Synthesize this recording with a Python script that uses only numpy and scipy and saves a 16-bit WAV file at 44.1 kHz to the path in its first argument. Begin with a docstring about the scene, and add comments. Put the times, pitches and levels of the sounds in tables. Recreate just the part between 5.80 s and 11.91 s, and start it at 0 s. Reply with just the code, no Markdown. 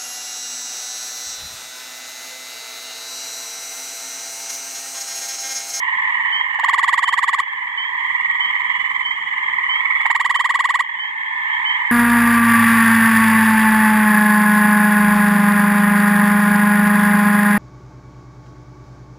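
"""A pond at night: from the start, tree frogs trill and small frogs peep over a dull rumble and hiss.
At 0.75 s a tree frog close by in the reeds gives a loud trill, each pulse a short upward sweep of the
larynx that sets the vocal sac ringing; gain control ducks the pond under it, then slowly lets it back.
Neighbours take turns, and the far chorus lulls around 3.25 s. At 4.2 s the close frog trills again,
ducking the pond once more, and the others carry on to the end."""
import sys
import numpy as np
from scipy import signal
from scipy.fft import rfft, irfft, next_fast_len
from scipy.io import wavfile
from scipy.ndimage import uniform_filter1d, minimum_filter1d

SR = 44100
rng = np.random.default_rng(int(sys.argv[2]) if len(sys.argv) > 2 else 0)


def to_wav(sig):
    """Store sig (one row per channel, or 1-D mono) as 16-bit WAV at the path in sys.argv[1].

    Samples outside -1..1 are clipped; the rate is SR.
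    """
    pcm = np.clip(np.atleast_2d(sig), -1, 1) * 32767
    pcm = np.round(pcm).astype(np.int16)
    wavfile.write(sys.argv[1], SR, pcm.T)  # frames by channels


N = 269451
TIME = np.arange(N) / SR

# the near frog's cues: (first pulse [s], last pulse [s], gain [dB])
NEAR_TRILLS = [(0.7505, 1.6038, 8), (4.2173, 5.01, 8)]
# gesture of one full pulse: (time from peak drive [s], pitch [Hz], drive [0-1])
PULSE_SWEEP = [(-.021, 770, 0), (-.017, 850, .52), (-.0125, 950, .74), (-.006, 1000, .8), (-.002, 1096, 1),
               (.001, 1167, .7), (.004, 1204, 0)]
# tone of the larynx's harmonics: (frequency [Hz], level [dB])
LARYNX_SPECTRUM = [(580, -31), (800, -21), (1100, -19.5), (1500, -14), (2000, -16.5), (2600, -30),
                   (3300, -25), (3900, -36), (5000, -43.5), (6200, -54.5), (7500, -39.5), (9300, -52.5),
                   (11000, -54), (15500, -67.5)]
# resonances of sac and body, scaled per frog: (frequency [Hz], width [Hz], gain over direct sound [dB])
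SAC_RESONANCES = [(1150.5, 130, 4.5), (1929.5, 98, 5.5), (7280, 310, 1), (10190, 83, 13), (14000, 200, 5)]
# the near frog's stereo EQ, each side taking its own share: (frequency [Hz], leftward lean [dB])
NEAR_BALANCE = [(900, -1), (1400, 4.5), (2000, -5.5), (3200, -4.5), (4300, -0.5), (7000, -1.5), (15000, 1)]
# the neighbours' cues: (start [s], end [s], pulse rate [1/s], pitch [ratio], gain [dB], added rasp [dB])
NEIGHBOUR_TRILLS = [(0.104, .49, 19.6, 0.99, -5, -17), (0.557, .77, 21.8, 1.07, -8, -16),
                    (1.675, 2.05, 19, 1.16, -10.5, -30), (2.22, 3.24, 20.3, 1.08, -6, 0),
                    (2.773, 3.33, 20.2, 1.036, -6, 0.5), (3.331, 3.85, 19.5, 1.04, -9.5, -4),
                    (3.916, 4.43, 20.2, 1.13, -1, -45), (5.082, 5.45, 21, 1.5, -26, -22),
                    (5.749, 6.11, 18.2, 0.98, -7.5, -15)]
# EQ of the path through the reeds: (frequency [Hz], gain [dB])
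REED_EQ = [(600, -9), (850, -3), (1100, -6), (1400, -14), (1750, -2.5), (2200, 5), (2700, -6.5),
           (3400, -9.5), (4700, -18), (7500, -17.5), (10500, -18.5), (15000, -16.5)]
# the closest peeper's cues: (time [s], gain [dB])
NEAR_PEEPS = [(0.522, -22), (1.251, -23), (1.973, -22), (2.6, -24.5), (3.246, -25.5), (3.891, -22.5),
              (4.539, -22), (5.192, -23.5), (5.854, -23)]
# a peep's harmonics, from the fundamental up: (level [dB])
PEEP_HARMONICS = [-20, 4.5, -36, -41.5, -46, -50.5, -49, -44]
# tone of the night's dull rumble: (frequency [Hz], relative level [dB])
RUMBLE_SPECTRUM = [(20, -21.5), (32, -18), (41, 6.5), (52, -10.5), (100, -5.5), (170, 1.5), (250, -3.5),
                   (400, -4), (700, -17), (1500, -24.5), (4000, -42)]
# tone of the night's faint hiss: (frequency [Hz], relative level [dB])
HISS_SPECTRUM = [(200, -18.5), (700, -7), (3000, -7), (5300, -0.5), (7300, 7), (9500, -6), (15000, -19.5)]


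def near_frog(opening_db=-14.5, swell_pulses=0.87, warm_up_pulses=1.344):
    """The lead voice: a trill opens with soft, short, flat, round pulses until the sac is full."""
    larynx = np.zeros(N)
    for first, last, db in NEAR_TRILLS:
        for k, onset in enumerate(pulse_times(first, last)):
            slack = .7 * np.exp(-max(k - 1, 0) / warm_up_pulses)
            ratio = 1 - 0.13 * slack + 0.0025 * rng.standard_normal()
            wave, lead = larynx_pulse(ratio, stretch=1 - .5 * slack, jitter=0.01, soften=0.2 + 4.6 * slack)
            strength = from_db(db + opening_db * np.exp(-k / swell_pulses))
            add(larynx, strength * (wave + filling_ring(wave, k)), onset - lead)
    return near_space(vocal_sac(larynx, 0.99))


def pulse_times(first, last, period_s=.0493, tiring_pulses=1.9):
    """A steady beat that the tiring frog falls behind over the last few pulses."""
    steps = int((last - first) / period_s)
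    k = np.arange(steps + 1)
    drag = last - first - steps * period_s
    return first + k * period_s + drag * np.exp((k - steps) / tiring_pulses)


def larynx_pulse(ratio, stretch, jitter, soften=0.16):
    """One rising sweep of the larynx; returns it with its lead-in to peak drive in seconds."""
    times, hz, drive = np.transpose(PULSE_SWEEP)
    t = times[0] + TIME[:1280] / stretch
    waver = rms_one(uniform_filter1d(rng.standard_normal(len(t)), size=24))
    pitch = ratio * np.interp(t, times, hz) * (1 + jitter * waver)
    phase = 2 * np.pi * np.cumsum(pitch) / SR
    k = np.arange(1, 17)[:, None]
    # high harmonics need full drive, so each pulse opens and closes softly
    force = np.clip(np.interp(t, times, drive, right=0), 0, None) ** (1 + soften * np.log(k))
    harmonics = force * from_db(at_hz(LARYNX_SPECTRUM, k * pitch)) * np.sin(k * phase)
    return np.pad(harmonics.sum(0), (0, len(t))), -times[0] * stretch


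def vocal_sac(x, ratio):
    """The sac rings on as the harmonics sweep past its resonances, and beats with them."""
    return x + sum(from_db(db) * resonate(x, hz * ratio, hz / width) for hz, width, db in SAC_RESONANCES)


def filling_ring(wave, k, end_hz=9930, drop_hz=3700, width_hz=180, db=16.5, fill_pulses=3.5):
    """The bright ring on pulse k: it sinks and fades from pulse to pulse as the sac fills."""
    empty = np.exp(-k / fill_pulses)
    hz = end_hz + drop_hz * empty
    return from_db(db) * empty * resonate(wave, hz, hz / width_hz)


def near_space(voice, leaves_hz=5000, echo_s=0.014, echo_db=-19, wet_db=-20):
    """The near frog's space: direct sound, a sheen off leaves, a slap and a tail through the reeds."""
    direct = np.array([colour(voice, NEAR_BALANCE, share) for share in (0.98, -0.18)])
    # leaves close by are small: they scatter only the treble
    treble = signal.sosfilt(signal.butter(4, leaves_hz, "high", fs=SR, output="sos"), direct)
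    leaves = scatter(treble, t60=0.048)
    through_reeds = colour(voice, REED_EQ)
    slap = from_db(echo_db) * np.interp(TIME - echo_s, TIME, through_reeds)
    return direct + leaves + slap + from_db(wet_db) * scatter(through_reeds, t60=0.27)


def neighbours(wet_db=-10, rasp_hz=3700):
    """Tree frogs a few metres off to the right; those in the open keep their rasp."""
    out = np.zeros((2, N))
    for start, end, rate, ratio, db, rasp_db in NEIGHBOUR_TRILLS:
        trill, lead = distant_trill(end - start, rate, ratio, stretch=.75)
        rasp = signal.sosfiltfilt(signal.butter(4, rasp_hz, "high", fs=SR, output="sos"), trill)
        voice = from_db(db) * (trill + from_db(rasp_db) * rasp)
        add(out, place(voice, pan_db=-8.5, lag_s=0.00016), start - lead)
    return colour(out + from_db(wet_db) * scatter(out, t60=0.1), REED_EQ)


def distant_trill(length_s, rate, ratio, stretch, swell_pulses=1.8, unsteady_s=.0007):
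    """One frog repeats its pulse a little unevenly, swelling in; returns the trill and its lead-in."""
    wave, lead = larynx_pulse(ratio, stretch, jitter=0.0084)
    wave = vocal_sac(wave, ratio)
    track = np.zeros(int(length_s * SR) + len(wave))
    chance = rng.standard_normal(size=(64, 2))
    for k, (onset, (uneven_db, late)) in enumerate(zip(np.arange(0, length_s, 1 / rate), chance)):
        swell = 1 - np.exp(-(k + 1) / swell_pulses)
        add(track, wave * swell * from_db(uneven_db), onset + unsteady_s * late)
    return track, lead


def chorus(count=44, level_db=-19.5, wet_db=-1, lull_at_s=3.25, lull_width_s=0.37, lull_db=-5):
    """Frogs of all sizes across the pond overlap into a bed that holds its level but for one lull."""
    out = np.zeros((2, N))
    for k, (when, pitch, pace, side) in enumerate(rng.uniform(-1, 1, (count, 4))):
        trill, _ = distant_trill(1.1, rate=19.7 + 1.2 * pace, ratio=1.01 + 0.1118 * pitch, stretch=0.7087)
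        start = (k + when) / count * (TIME[-1] + 1) - 1
        add(out, place(trill, pan_db=-4 + 2 * side, lag_s=0.00024 * (1 + 0.5 * side)), start)
    out = colour(out + from_db(wet_db) * scatter(out, t60=0.76), REED_EQ)
    running_rms = np.sqrt(uniform_filter1d(np.mean(out ** 2, axis=0), size=SR // 4) + 1e-9)
    lull = np.exp(-((TIME - lull_at_s) / lull_width_s) ** 2)
    return out / running_rms * from_db(level_db + lull_db * lull)


def peepers(near_hz=1514, crowd_hz=(1390, 1640), count=240, far_db=-45, depth_db=8):
    """One close peeper, fairly dry, and a crowd of faint ones washed in echoes behind it."""
    near, far = np.zeros((2, N))
    for start, db in NEAR_PEEPS:
        add(near, from_db(db) * peep(near_hz), start)
    voices = [peep(hz) for hz in np.linspace(*crowd_hz, count // 6)]
    for k, (when, distance) in enumerate(rng.random((count, 2))):
        voice = voices[rng.integers(len(voices))]
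        start = (k + when) / count * (TIME[-1] + .2) - .2 + rng.normal(0, .3)
        add(far, from_db(far_db - depth_db * distance) * voice, start)
    near, far = (place(x, pan_db=-4.5, lag_s=0.0002) for x in (near, far))
    reverb_send = from_db(-18) * near + from_db(4) * far
    return near + far + scatter(reverb_send, t60=0.33)


def peep(hz, rise_hz_per_s=900, attack_s=0.0067, fade_db_per_s=107, release_s=0.027, length_s=0.13):
    """A nearly pure whistle, carried by its second harmonic: it starts sharply and fades as it climbs."""
    t = TIME[:SR // 6]
    phase = 2 * np.pi * np.cumsum(hz + rise_hz_per_s * t) / SR
    gate = np.clip(np.minimum(t / attack_s, (length_s - t) / release_s), 0, 1)
    envelope = gate * from_db(-fade_db_per_s * (t - attack_s))
    return envelope * sum(from_db(db) * np.sin((k + 1) * phase) for k, db in enumerate(PEEP_HARMONICS))


def night_air(rumble_db=-58.5, width_db=-10, hiss_db=-61):
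    """Low rumble, nearly the same on both sides, under a diffuse hiss."""
    narrow_noise = rng.standard_normal(N) + from_db(width_db) * rng.standard_normal((2, N))
    rumble = colour(narrow_noise, RUMBLE_SPECTRUM)
    hiss = colour(rng.standard_normal((2, N)), HISS_SPECTRUM)
    return from_db(rumble_db) * rms_one(rumble) + from_db(hiss_db) * rms_one(hiss)


def scatter(x, t60):
    """Countless weak echoes from plants and banks, different on each side, 60 dB down in t60 seconds."""
    t = TIME[:SR // 2]
    tails = (rng.standard_normal((2, len(t))) * from_db(-60 * t / t60))[:, t < t60]
    tails /= np.sqrt(np.sum(tails ** 2, axis=1, keepdims=True))
    return signal.oaconvolve(np.atleast_2d(x), tails, axes=1)[:, :N]


def place(x, pan_db, lag_s):
    """Pan by level (negative is right) and by delaying the left ear."""
    t = TIME[:len(x)]
    return np.array([np.interp(t - lag_s, t, x) * from_db(pan_db / 2), x * from_db(-pan_db / 2)])


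def resonate(x, hz, q):
    """Ring one narrow resonance."""
    return signal.lfilter(*signal.iirpeak(hz, q, SR), x + 1e-18)


def colour(x, points, share=1):
    """EQ by a smooth curve in dB, scaled by share."""
    size = next_fast_len(N + 4096)
    hz = np.arange(size // 2 + 1) * SR / size
    return irfft(rfft(x, size) * from_db(share * at_hz(points, hz)), size)[..., :N]


def at_hz(points, hz):
    """Read a spectrum on a log-frequency axis."""
    f, value = np.transpose(points)
    return np.interp(np.log(hz + 1e-3), np.log(f), value)


def add(track, sound, start):
    """Mix a short sound into a track at a time in seconds."""
    at = int(round(start * SR))
    lo, hi = max(at, 0), min(at + sound.shape[-1], track.shape[-1])
    if hi > lo:
        track[..., lo:hi] += sound[..., lo - at:hi - at]


def from_db(db):
    """Decibels to gain."""
    return 10 ** (np.asarray(db) / 20)


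def rms_one(x):
    """Scale to unit power."""
    return x / np.sqrt(np.mean(x ** 2) + 1e-20)


def scene():
    """The near frog in front of the whole pond."""
    return near_frog() + neighbours() + chorus() + peepers() + night_air()


def record(dry, threshold_db=-3.5, attack_s=0.0023, hold_s=0.38, release_db_per_s=14, cutoff_hz=15750):
    """Gain control ducks the mix on loud peaks, holds, then recovers slowly; the top is cut."""
    over_db = np.maximum(20 * np.log10(np.abs(dry).max(0) + 1e-9) - threshold_db, 0)
    half = int(hold_s * SR / 2)
    held_db = -minimum_filter1d(-over_db, size=2 * half + 1, origin=half, mode="constant")
    duck_db = np.maximum.accumulate(held_db + release_db_per_s * TIME) - release_db_per_s * TIME
    pole = np.exp(-1 / (attack_s * SR))
    levelled = dry * from_db(-signal.lfilter([1 - pole], [1, -pole], duck_db))
    return signal.sosfilt(signal.ellip(10, .1, 80, cutoff_hz, fs=SR, output="sos"), levelled)


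dry = scene()
out = record(dry)
to_wav(out)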